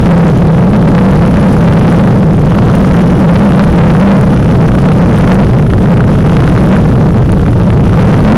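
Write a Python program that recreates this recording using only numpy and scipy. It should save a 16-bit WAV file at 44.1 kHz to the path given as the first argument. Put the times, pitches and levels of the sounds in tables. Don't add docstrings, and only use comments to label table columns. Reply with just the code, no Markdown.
import sys
import numpy as np
from scipy import signal
from scipy.fft import rfft, irfft, next_fast_len
from scipy.io import wavfile
from scipy.ndimage import uniform_filter1d, map_coordinates

SR = 44100
rng = np.random.default_rng(int(sys.argv[2]) if len(sys.argv) > 2 else 0)


def materialize(psi):
    bounded = np.clip(np.atleast_2d(psi).T, -1, 1)
    quanta = np.round(bounded * 32767).astype(np.int16)
    wavfile.write(sys.argv[1], SR, quanta)


N = 369116
TIME = np.arange(N) / SR

# t/s, level/dB
HELMET_AIRFLOW = [(0, 2), (.55, -3.5), (1.38, 1), (2.05, 1.5), (2.3, -5.5), (2.7, 3.5), (3.5, -1), (4.2, 1),
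                  (4.45, -1), (5.0, -1), (5.2, 2), (5.4, 1), (5.6, -6), (6.05, -4.5), (6.62, 2.5),
                  (7.1, -5), (7.72, -5.5), (8.08, 5), (8.37, 0)]
# t/s, f/Hz, level/dB
EDDY_TONE = [(0, 175.6, -2), (.12, 170.2, 4), (.3, 165.9, 1), (.54, 154.9, 2), (.75, 206, -1.5),
             (.86, 159.8, -4), (1.08, 197.4, 1.5), (1.16, 152.7, 2.5), (1.3, 194.7, -2), (1.43, 209.5, 0),
             (1.52, 170.3, -0.5), (1.88, 155, 3.5), (2.0, 185.5, -4), (2.15, 210.2, 0), (2.28, 158, -2),
             (2.6, 171.8, -1), (2.9, 188.1, -1), (3.08, 159.4, -2), (3.19, 198, 0), (3.28, 168.2, 0.5),
             (3.5, 208, -1.5), (3.65, 171.8, 0), (3.96, 160.5, -1), (4.05, 195.2, 3.5), (4.28, 194.3, 1),
             (4.42, 158.2, -6.5), (4.85, 152.2, -1.5), (5.08, 175.9, -1.5), (5.25, 174.9, -3.5),
             (5.42, 199.5, -1.5), (5.6, 158, -7), (5.92, 170.2, 0), (6.2, 168, -5.5), (6.5, 168.2, -3.5),
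             (6.62, 185, 1), (6.74, 188, -0.5), (6.86, 152.4, -1.5), (7.1, 160.2, -9), (7.4, 150, -8.5),
             (7.62, 177.9, -3.5), (7.82, 138.1, -2.5), (8.05, 173.9, -1.5), (8.22, 198.6, -4.5),
             (8.29, 224, 3), (8.37, 225.5, 5)]
# f/Hz, level/dB
TURBULENCE_SPECTRUM = [(15, -22.5), (40, -18.5), (75, -15), (100, -6), (125, -1.5), (165, -2), (205, -1.5),
                       (250, -13.5), (340, -16), (500, -39.5), (900, -60)]
EDDY_REF_HZ = 170.94
# f/Hz, level/dB
RUMBLE_SPECTRUM = [(15, -10), (45, -8.5), (75, -3.5), (100, 0.5), (120, -1), (170, -20.5), (400, -70.5)]
# f/Hz, level/dB
RUSH_SPECTRUM = [(100, -1.5), (300, 9), (480, -6), (700, -15), (1150, -3.5), (2000, -17), (3000, -16),
                 (4500, -29), (6000, -23), (8000, -42), (9900, -25), (12000, -40), (16000, -59)]
# t/s, f/Hz
OWN_FIRING = [(0, 33.5), (.3, 33.2), (.65, 31.6), (1.45, 34.3), (1.75, 33.0), (2.3, 28.5), (3.5, 34.1),
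              (4.3, 32.5), (4.65, 30.1), (5.35, 31.2), (5.8, 29.0), (6.5, 31.3), (7.2, 29.4), (7.7, 29.0),
              (8.37, 32.5)]
# t/s, f/Hz, level/dB
RIVAL_FIRING = [(0, 31.7, -10.5), (2.4, 25.2, -6), (3.2, 28, -4.5), (5.0, 29.6, -4.5), (5.3, 26, 4),
                (5.65, 25.9, -6.5), (6.4, 28, 1), (7.5, 25.1, -12.5), (8.37, 25.8, 3.5)]
# multiple of the firing rate, level/dB
EXHAUST_ORDERS = [(1, -11), (2, -1), (3, -10.5), (4, -1), (5, 0), (6, 0.5), (7, -11), (8, -9.5), (9, -15),
                  (10, -13), (15, -13.5), (16, -22)]
# f/Hz, level/dB
RASP_SPECTRUM = [(150, -11), (390, 2), (495, 5.5), (620, -8), (900, -9), (1300, 1.5), (2000, -11.5),
                 (3000, -17), (5000, -31.5), (8000, -37.5), (10000, -37), (15000, -51)]
# t/s, level/dB
SIZZLE_LEVEL = [(0, -1), (.8, -2), (1.5, 4), (2.05, -2), (2.4, -12), (3.0, -3), (3.5, 4.5), (4.3, 0),
                (4.9, -1.5), (6.5, -1.5), (7.3, -8), (8.37, -2)]
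# f/Hz, level/dB
SIZZLE_SPECTRUM = [(6500, -37), (8700, -14), (9900, 0), (11000, -5), (12500, -17), (16000, -25)]
# t/s, level/dB, f/Hz
WIND_SLAPS = [(0.029, -16.5, 1470), (0.443, -19, 800), (1.044, -10, 1030), (1.361, -12, 1400),
              (1.3903, -15, 1240), (1.5673, -3, 1121), (1.926, -8, 1584), (2.012, -8.5, 794),
              (2.522, -1, 870), (2.5564, -16, 1145), (2.589, 2, 800), (2.659, -17, 1130),
              (2.6925, -10, 1225), (2.845, -14, 1810), (2.949, -9, 1475), (3.1746, -18, 1263),
              (3.419, -7, 852.6), (3.595, 2.5, 1251), (3.9218, -14, 1200), (3.9511, -4.5, 1283),
              (4.6895, -9, 1466), (5.1231, -11, 1673), (5.1861, -10, 1370), (5.296, 1, 807.3),
              (5.319, 0.5, 1500), (5.3668, -14, 1600), (5.417, -10, 810), (6.3227, -4, 1049),
              (6.4232, -5, 1114), (6.5772, -3, 1272), (6.6734, -7, 1274), (7.5919, -13, 1089),
              (8.1058, -15, 1403), (8.1426, -4, 1359), (8.202, -13, 850), (8.3543, -17.5, 1289)]
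# t/s, level/dB
GRIT_HITS = [(.178, -30), (1.925, -31), (2.752, -28), (2.783, -30), (4.211, -30), (4.821, -31),
             (5.156, -28), (5.185, -28), (5.344, -27), (7.32, -27), (7.514, -32)]
# f/Hz, level/dB
HISS_SPECTRUM = [(500, 3), (2000, 3), (4000, -11), (8000, -11), (10000, -10), (12000, -14), (15500, -5.5)]
# f/Hz, level/dB
TREBLE_RESPONSE = [(5000, -1.5), (8000, -5), (10000, -4), (12000, -8.5), (15500, -11.5)]


def gain_of(db):
    return 10 ** (np.asarray(db) / 20)


def unit_rms(x):
    return x / np.sqrt(np.mean(x ** 2) + 1e-20)


def follow(table):
    times_s, *columns = np.transpose(table)
    return [np.interp(TIME, times_s, column) for column in columns]


def filtered(x, spectrum):
    size = next_fast_len(N + 2000)
    bins_hz = np.fft.rfftfreq(size, 1 / SR)
    hz, db = np.transpose(spectrum)
    response_db = np.interp(np.log(bins_hz + 1), np.log(hz + 1), db)
    return irfft(rfft(x, size) * gain_of(response_db), size)[:N]


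def noise(spectrum):
    return unit_rms(filtered(rng.standard_normal(N), spectrum))


def wander(rate_hz):
    size = next_fast_len(N)
    lowpass = np.exp(-(np.fft.rfftfreq(size, 1 / SR) / rate_hz) ** 2)
    return unit_rms(irfft(rfft(rng.standard_normal(size)) * lowpass, size)[:N])


def add(mix, start_s, sound):
    part = mix[round(start_s * SR):][:len(sound)]
    part += sound[:len(part)]


def buffeting(tone_db=-6, turbulence_db=-4.5, gust_rate_hz=7, sway_hz=3, jitter_hz=7):
    flow_db, = follow(HELMET_AIRFLOW)
    steady_hz, firmness_db = follow(EDDY_TONE)
    eddy_hz = steady_hz + sway_hz * wander(gust_rate_hz)
    level_db = 7 + 0.4 * flow_db + 0.52 * wander(gust_rate_hz)
    turns = np.cumsum(eddy_hz + jitter_hz * wander(25)) / SR
    tone = gain_of(tone_db + firmness_db) * unit_rms(np.sin(2 * np.pi * turns))
    read_at = np.cumsum((eddy_hz / EDDY_REF_HZ) ** 0.3)
    turbulence = map_coordinates(noise(TURBULENCE_SPECTRUM), [read_at], order=1, mode="mirror")
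    return gain_of(level_db) * (tone + gain_of(turbulence_db) * turbulence)


def rumble(start_db=-11.5, rise_db_per_s=1.26):
    return gain_of(start_db + rise_db_per_s * TIME) * noise(RUMBLE_SPECTRUM)


def rush(level_db=-16, flutter_db=2):
    flow_db, = follow(HELMET_AIRFLOW)
    return gain_of(level_db + flow_db + flutter_db * wander(43)) * noise(RUSH_SPECTRUM)


def wind(gust_db=2.9, rush_share=0.12):
    swell_db = gust_db * wander(55)
    return gain_of(swell_db) * (buffeting() + rumble()) + gain_of(rush_share * swell_db) * rush()


def engine(firing_hz, level_db, note_db, rasp_db, puff_cycles, unevenness):
    cycles = np.cumsum(firing_hz * (1 + unevenness * wander(12.03))) / SR
    note = sum(gain_of(db) * np.cos(2 * np.pi * (order * cycles + rng.random()))
               for order, db in EXHAUST_ORDERS)
    puffs = np.exp(-(cycles % 1) / puff_cycles) * gain_of(2 * wander(30))
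    rasp = filtered(puffs * rng.standard_normal(N), RASP_SPECTRUM)
    return gain_of(level_db) * (gain_of(note_db) * unit_rms(note) + gain_of(rasp_db) * unit_rms(rasp))


def sizzle(level_db=-42, flutter_db=3):
    swell_db, = follow(SIZZLE_LEVEL)
    return noise(SIZZLE_SPECTRUM) * gain_of(level_db + swell_db + flutter_db * wander(40))


def slapped(sound, gain_db=3, width_s=0.0006, choke_s=0.0011, raggedness=0.12):
    swings, choke = np.zeros(N), np.zeros(N)
    t = np.arange(-220, 220) / SR
    for at_s, level_db, hz in WIND_SLAPS:
        crack = unit_rms(uniform_filter1d(rng.standard_normal(len(t)), size=9))
        tone = np.sin(2 * np.pi * (hz * t + rng.random()))
        swing = np.exp(-(t / width_s) ** 2) * (tone + raggedness * crack)
        add(swings, at_s + t[0], gain_of(gain_db + level_db) * swing)
        add(choke, at_s + t[0], np.exp(-(t / choke_s) ** 2))
    return sound * (1 - choke) + swings


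def spray(smallest_db=-29, ring_s=0.001, base_per_s=30, doubling_db=2.5):
    flow_db, = follow(HELMET_AIRFLOW)
    specks_per_s = base_per_s * 2 ** (flow_db / doubling_db)
    times_s = TIME[rng.random(N) < specks_per_s / SR]
    out, t = np.zeros(N), np.arange(400) / SR
    for at_s, (smallness, pitch) in zip(times_s, rng.random((len(times_s), 2))):
        level_db = smallest_db - 4 * np.log(smallness + 0.048)
        hz = 7500 + 7800 * pitch
        add(out, at_s, gain_of(level_db) * np.exp(-t / ring_s) * np.sin(2 * np.pi * hz * t))
    return out


def grit(gain_db=9, ring_hz=9340, ring_s=0.003, pitch_spread=0.05, scrape=0.9):
    out, t = np.zeros(N), np.arange(800) / SR
    for at_s, level_db in GRIT_HITS:
        hz = ring_hz * (1 + pitch_spread * rng.standard_normal())
        tick = np.sin(2 * np.pi * hz * t) + scrape * rng.standard_normal(len(t))
        add(out, at_s, gain_of(gain_db + level_db) * np.exp(-t / ring_s) * tick)
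    return out


def scene(cruise_hz=31.76, cruise_db=-3, load_db_per_hz=0.77):
    firing_hz, = follow(OWN_FIRING)
    own_db = cruise_db + load_db_per_hz * (firing_hz - cruise_hz)
    own = engine(firing_hz, own_db, note_db=1.5, rasp_db=-19, puff_cycles=0.047, unevenness=0.00514)
    rival = engine(*follow(RIVAL_FIRING), note_db=-3.5, rasp_db=-17.5, puff_cycles=0.1, unevenness=0.012)
    airborne = wind() + own + rival + sizzle()
    return (slapped(airborne) + grit() + spray())[None]


def clipped(x, ceiling, hardness):
    drive = signal.resample_poly(x, 2, 1) / ceiling
    flattened = drive / (1 + abs(drive) ** hardness) ** (1 / hardness)
    return ceiling * signal.resample_poly(flattened, 1, 2)


def record(dry, coupling_hz=14, hiss_db=-45, cutoff_hz=15900):
    squared = clipped(dry[0], ceiling=0.78, hardness=47)
    drooping = signal.lfilter(*signal.butter(1, coupling_hz, "high", fs=SR), squared)
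    trimmed = clipped(drooping, ceiling=0.715, hardness=30)
    flow_db, = follow(HELMET_AIRFLOW)
    hiss = gain_of(hiss_db + flow_db) * noise(HISS_SPECTRUM)
    dulled = filtered(trimmed + hiss, TREBLE_RESPONSE)
    lowpass = signal.firwin(401, cutoff_hz, window=("kaiser", 8), fs=SR)
    return signal.oaconvolve(dulled, lowpass, "same")[None]


dry = scene()
out = record(dry)
materialize(out)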